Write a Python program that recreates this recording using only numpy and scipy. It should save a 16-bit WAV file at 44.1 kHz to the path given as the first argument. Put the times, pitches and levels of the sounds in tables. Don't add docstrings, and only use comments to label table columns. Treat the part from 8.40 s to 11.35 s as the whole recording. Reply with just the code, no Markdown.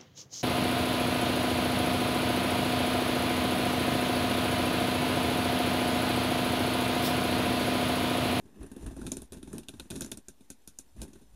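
import sys
import numpy as np
from scipy import signal
from scipy.io import wavfile
from scipy.ndimage import uniform_filter1d

SR = 44100
rng = np.random.default_rng(int(sys.argv[2]) if len(sys.argv) > 2 else 0)


def volts(x):
    e = np.asarray(x, float) / 20
    return 10 ** e


def log_audio(samples):
    frames = np.atleast_2d(samples).T
    limited = np.clip(frames, -1, 1)
    pcm = np.round(limited * 32767).astype(np.int16)
    wavfile.write(sys.argv[1], SR, pcm)


N = 130095

# start in seconds, tick level in dB, thud peak in dB, centre of the tick's
# colour in Hz, lift of the lowest plastic resonance in dB, lift of the next two in dB.
KNOCKS = [(0.054, -60, -44, 6860, 4, 10), (0.2082, -77, -44.5, 5200, 3, 4), (0.2289, -46, -49, 9700, 14, 5),
          (0.2625, -47.5, -48, 9900, 17, -17), (0.3142, -46, -36.5, 9500, 6, 0),
          (0.3629, -46.5, -34.5, 10000, 4, 4), (0.4084, -72, -61, 9930, 5, -3),
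          (0.4625, -36, -46, 9300, 14.5, 3.5), (0.5086, -63, -36, 9750, 0, 13),
          (0.5637, -46, -35.5, 9400, 17, -11), (0.614, -40, -39, 9800, 21, 4),
          (0.6648, -30.5, -44, 8400, 12, 7.5), (0.6694, -33.5, -54, 8600, 11, 6),
          (0.7172, -22, -32, 7160, -12, -1), (0.768, -27.5, -32.5, 8400, 0.5, -1),
          (0.8177, -34.5, -37, 10600, -15, -8), (0.9206, -37.5, -35, 9100, 6, 3),
          (0.9698, -52.5, -39.5, 6900, -6, 20), (1.0277, -39, -37, 8900, 18.5, 10),
          (1.0734, -47, -38, 8900, 8, 10), (1.1292, -36.5, -35, 9400, 10.5, -28),
          (1.1808, -29.5, -37.5, 9200, -5, 4), (1.2308, -49, -59, 4780, 5, 10),
          (1.284, -27.5, -38, 7200, -3, 12.5), (1.2902, -30, -40.5, 10100, 11, 13),
          (1.3363, -51.5, -37.5, 7800, -3, 14), (1.3965, -29.5, -40, 7700, 10.5, 12.5),
          (1.4021, -34.5, -41, 9550, 21, 15), (1.502, -30.5, -31, 8750, 4, 10),
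          (1.5067, -31.5, -35, 6450, 9, 4), (1.5133, -36, -44, 6300, 15, 18),
          (1.5553, -35, -56, 9680, 15, 14), (1.5606, -30.5, -32, 5430, -8, 2),
          (1.6076, -24.5, -33, 7050, 3.5, -5), (1.619, -27, -33.5, 5750, -25, 2),
          (1.6449, -34, -37.5, 6500, 5, 0), (1.6604, -35.5, -43.5, 6800, 3, -12),
          (1.7149, -28.5, -35.5, 10800, -2, -8), (1.718, -27, -35, 5570, 5, 12),
          (1.7719, -35, -39, 8400, -4, -0.5), (1.8832, -31.5, -41, 7100, -0.5, -7.5),
          (2.0062, -56, -47.5, 8900, -2, 12), (2.1013, -29.5, -38, 6800, -1, -3.5),
          (2.2744, -32.5, -42, 5400, -7.5, -8), (2.3864, -28.5, -46, 7700, -18, -14),
          (2.562, -81, -45, 9600, 11, -5), (2.616, -30, -35, 8100, -24, 1),
          (2.6781, -50.5, -45, 9450, 2, 7), (2.7314, -48, -48, 6400, 2, 5),
          (2.7543, -56, -45, 9440, 26, 10), (2.814, -56, -48.5, 9000, 3, 10.5)]
# frequency in Hz, level in dB, t60 in seconds.
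WOOD = [(60.1, -0.5, 0.09), (116.9, -6, 0.18), (154.4, -9, 0.28), (207.1, 1, 0.11), (230, -4.5, 0.32),
        (268.6, 3, 0.16), (319.2, 5.5, 0.043), (351, 0.5, 0.069), (398.5, -0.5, 0.076), (522, -9.5, 0.064),
        (635.6, -6.5, 0.047), (769, -14.5, 0.056), (891, -9.5, 0.045), (1071, -13, 0.033),
        (1566, -10, 0.058)]
# frequency in Hz, width of the first of two passes in Hz, level in dB.
PLASTIC = [(1440, 258, -2), (2513, 425, -4.5), (3630, 700, 0), (5784, 1250, -3.5), (6800, 730, 0.5),
           (9050, 1570, 1.5), (10100, 790, 2.5), (10910, 850, -2), (13140, 1000, -6.5)]


def evened(x):
    return x / np.sqrt(np.mean(x ** 2) + 1e-20)


def curve(table, column=1):
    rows = np.array(table)
    return np.interp(np.arange(N) / SR, rows[:, 0], rows[:, column])


def add(mix, start_s, sound):
    part = mix[round(start_s * SR):][:len(sound)]
    part += sound[:len(part)]


def resonate(x, hz, width_hz):
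    r = np.exp(-np.pi * width_hz / SR)
    turn = np.exp(2j * np.pi * hz * np.arange(len(x)) / SR)
    return 2 * (turn * signal.lfilter([1 - r], [1, -r], x / turn)).real


def resonate_twice(x, hz, width_hz):
    return resonate(resonate(x, hz, width_hz), hz, 2 * width_hz)


def clicks(per_s, spread_db):
    size = volts(spread_db * np.minimum(rng.exponential(1, N), 4))
    sign = rng.choice([-1., 1.], N)
    return size * sign * (rng.random(N) < per_s / SR)


def wood_ring(sizes):
    push_decay_s = 0.00075 / 4
    t = np.arange(SR // 5) / SR
    ring = np.zeros(len(t))
    for size, (hz, db, t60_s) in zip(sizes, WOOD):
        ring += size * volts(db - 60 * t / t60_s) * np.sin(2 * np.pi * hz * t)
    push = np.exp(-t[:400] / push_decay_s)
    return np.convolve(ring, push / push.sum())[:len(t)]


def plastic(x, gains_db):
    out = np.zeros(len(x))
    for k, ((hz, width_hz, db), gain_db) in enumerate(zip(PLASTIC, gains_db)):
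        ring = resonate_twice(x, hz, width_hz)
        out += (-1) ** k * volts(db + gain_db) * np.sqrt(width_hz) * ring / np.linalg.norm(ring)
    return out * np.linalg.norm(x)


def room():
    # frequency in Hz, relative density in dB per Hz.
    spectrum = [(15, -29), (25, -20), (153, -11.5), (245, 1), (506, -8.5), (679, -10.5), (862, -8),
                (1360, -18.5), (1510, -15.5), (2190, -18), (4870, -20), (6700, -23), (7860, -21.5),
                (9220, -29.5), (14500, -20)]
    level_db, flicker_db, patchy_db = -69, 1.5, 1.5
    frames, hz = N // 256 + 5, np.fft.rfftfreq(1024, 1 / SR)
    noise = rng.standard_normal((frames, 513, 2)) @ [1, 1j]
    f, db = np.transpose(spectrum)
    field_db = np.interp(np.log(hz + 1), np.log(f + 1), db) + flicker_db * rng.standard_normal((frames, 1))
    patches = uniform_filter1d(rng.standard_normal(field_db.shape), size=10, axis=0)
    field_db += patchy_db * evened(uniform_filter1d(patches, size=16, axis=1))
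    hiss = signal.istft((noise * volts(field_db)).T, nperseg=1024, noverlap=768)[1][:N]
    return volts(level_db) * evened(hiss)


def bumps():
    # time in seconds, level in dB.
    shakes = [(0.0, -79), (0.06, -65), (0.16, -85), (0.21, -39.5), (0.36, -85), (0.43, -37.5), (0.48, -35),
              (0.52, -52), (0.66, -43), (0.69, -59), (0.84, -48.5), (0.89, -82), (0.91, -57), (1.22, -54),
              (1.26, -93), (1.41, -46.5), (1.49, -76), (1.51, -63), (1.84, -74), (2.3, -73), (2.52, -67),
              (2.57, -47.5), (2.61, -38), (2.66, -66), (2.92, -61), (2.95, -41)]
    low = resonate_twice(rng.standard_normal(N), hz=51, width_hz=24)
    steady = low / np.sqrt(uniform_filter1d(low ** 2, SR // 25) + 1e-12)
    return volts(curve(shakes)) * steady


def chatter():
    levels = [(0, -60.5, -76.5, -81.5), (.12, -55.5, -74, -70), (.21, -44.5, -67, -62),
              (.29, -54.5, -70.5, -68.5), (.33, -53.5, -70.5, -69), (.47, -43.5, -60, -59.5),
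              (.54, -51, -66.5, -67.5), (.6, -39.5, -60.5, -66.5), (.72, -41.5, -58, -69),
              (.84, -53, -64.5, -69), (.88, -88, -71, -83), (.915, -91, -100, -87), (.93, -45, -55, -62.5),
              (1.01, -54, -71, -76), (1.09, -53, -65.5, -72), (1.16, -37, -58.5, -63.5),
              (1.26, -61.5, -78.5, -77), (1.3, -72, -67.5, -74.5), (1.47, -50.5, -64, -67),
              (1.495, -75, -74, -73), (1.51, -38, -55.5, -62), (1.66, -52, -59, -65.5),
              (1.79, -52, -77, -76), (1.85, -91, -73.5, -93), (2.54, -92, -71.5, -86),
              (2.6, -50, -64.5, -62.5), (2.63, -38.5, -51.5, -65.5), (2.68, -55.5, -70, -71),
              (2.85, -66.5, -73, -86), (2.95, -71, -69.5, -74)]
    # frequency in Hz, width of the first of two passes in Hz, level in dB.
    rub = [(657, 340, -0.5), (1005, 530, -0.5), (1670, 270, -2), (2580, 330, -4.5)]
    spots, taps_per_s = 8, 160
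    taps = np.zeros(N)
    for _ in range(spots):
        hits = clicks(taps_per_s / spots, spread_db=1)
        taps += signal.oaconvolve(hits, wood_ring(rng.standard_normal(len(WOOD))))[:N]
    taps = taps / np.sqrt(uniform_filter1d(taps ** 2, SR // 12) + 0.45 * np.mean(taps ** 2))
    tilt_db = np.linspace(1, -0.5, len(PLASTIC))
    hiss = plastic(clicks(per_s=3500, spread_db=1.5), tilt_db)
    grit = clicks(per_s=1600, spread_db=2.5)
    scrape = sum(volts(db) * evened(resonate_twice(grit, hz, width_hz)) for hz, width_hz, db in rub)
    out = volts(curve(levels)) * taps
    out += volts(curve(levels, column=2)) * evened(hiss)
    return out + volts(curve(levels, column=3)) * evened(scrape)


def settling():
    drop_db_per_s, most_db = 115, 7.5
    t, starts = np.arange(N) / SR, np.array([0] + [row[0] for row in KNOCKS])
    since_s = t - starts[np.searchsorted(starts, t, side="right") - 1]
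    gain_db = most_db / 2 - np.minimum(drop_db_per_s * since_s, most_db)
    return volts(uniform_filter1d(gain_db, size=88))


def knock_tick(t, noise_a, noise_b, chance, tick_db, colour_hz, low_db, middle_db):
    soft = 0.75 + 0.06 * max(-33 - tick_db, 0)
    rise_s, hold_s, t60_s = 0.0009 * soft ** 2, 0.0018, 0.014 * soft
    crack = (1 - np.exp(-t / rise_s)) * volts(-60 * np.maximum(t - hold_s, 0) / t60_s)
    tail_db, tail_rise_s, tail_t60_s = -9, 0.0013, 0.081
    tail = (1 - np.exp(-t / tail_rise_s)) * volts(tail_db - 60 * (t / tail_t60_s) ** 1.49)

    octaves_off = np.log2([row[0] for row in PLASTIC]) - np.log2(colour_hz)
    lift_db = 8 * np.exp(-.5 * (octaves_off / 0.19) ** 2)
    lift_db[:3] += low_db, middle_db, middle_db
    sharp = plastic(crack * noise_a * abs(noise_b[::-1]), lift_db + 3.5 * chance[:len(PLASTIC)])
    tail_lift_db = lift_db * 0.45 + np.linspace(0, -4, len(PLASTIC))
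    hiss = plastic(tail * noise_b, tail_lift_db)
    return volts(tick_db) * (sharp + hiss) / abs(sharp).max()


def knock_thud(t, chance, tick_db, thud_db):
    rise_s, damping_t60_s = 0.003, 0.29
    upper_db = 0.5 * max(tick_db - thud_db, 0) * (np.array(WOOD)[:, 0] > 450)
    signs = np.where(chance[0] > -.4, 1, -1)
    ring = wood_ring(volts(3.5 * chance[1] + upper_db) * signs)[:len(t)]
    thud = ring * (1 - np.exp(-t / rise_s)) * volts(-60 * t / damping_t60_s)
    return -volts(thud_db) * thud / abs(thud).max()


def knocks():
    out, t = np.zeros(N), np.arange(SR // 6) / SR
    for start_s, tick_db, thud_db, colour_hz, low_db, middle_db in KNOCKS:
        noise_a, noise_b = rng.standard_normal((2, len(t)))
        chance = rng.standard_normal((2, len(WOOD)))
        add(out, start_s, knock_tick(t, noise_a, noise_b, chance[0], tick_db, colour_hz, low_db, middle_db))
        add(out, start_s, knock_thud(t, chance, tick_db, thud_db))
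    return out


def scene():
    return np.tile(knocks() + settling() * chatter() + bumps() + room(), (2, 1))


def widened(x):
    from_hz, full_hz, full_share, side_gain_db, sharp_db = 4100, 7800, .8, -3.5, 12
    hz, _, z = signal.stft(x, SR, nperseg=1024, noverlap=768)
    bands, steps = len(hz) // 24 + 1, z.shape[1] // 4 + 1
    luck = evened(uniform_filter1d(rng.standard_normal((bands, steps)), size=2, axis=1))
    luck = np.repeat(np.repeat(luck, 24, axis=0), 4, axis=1)[:len(hz), :z.shape[1]]
    share = full_share * np.clip((hz - from_hz) / (full_hz - from_hz), 0, 1)
    patch = 1 / (1 + np.exp(-1.7 * luck)) < share[:, None]

    level_db = 10 * np.log10((abs(z[hz > 3000]) ** 2).mean(0) + 1e-20)
    past_jump_db = level_db - np.roll(level_db, 3)
    next_jump_db = np.roll(level_db, -1) - np.roll(level_db, 2)
    calm = np.maximum(past_jump_db, next_jump_db) < sharp_db

    size = np.sqrt(abs(uniform_filter1d(abs(z) ** 2, size=12, axis=0))) * patch * calm
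    noise = rng.standard_normal(z.shape + (2,)) @ [1, 1j]
    side = signal.istft(size * noise, nperseg=1024, noverlap=768)[1][:N]
    return x + volts(side_gain_db) * np.array([side, -side])


def low_pass(x):
    return signal.sosfilt(signal.butter(12, 14820, fs=SR, output="sos"), x)


def record(dry):
    x = signal.sosfilt(signal.butter(2, 37, "high", fs=SR, output="sos"), dry[0])
    x = signal.sosfilt(signal.butter(24, 14550, fs=SR, output="sos"), x)
    offset = -.0012
    return low_pass(widened(x) + offset)


dry = scene()
out = record(dry)
log_audio(out)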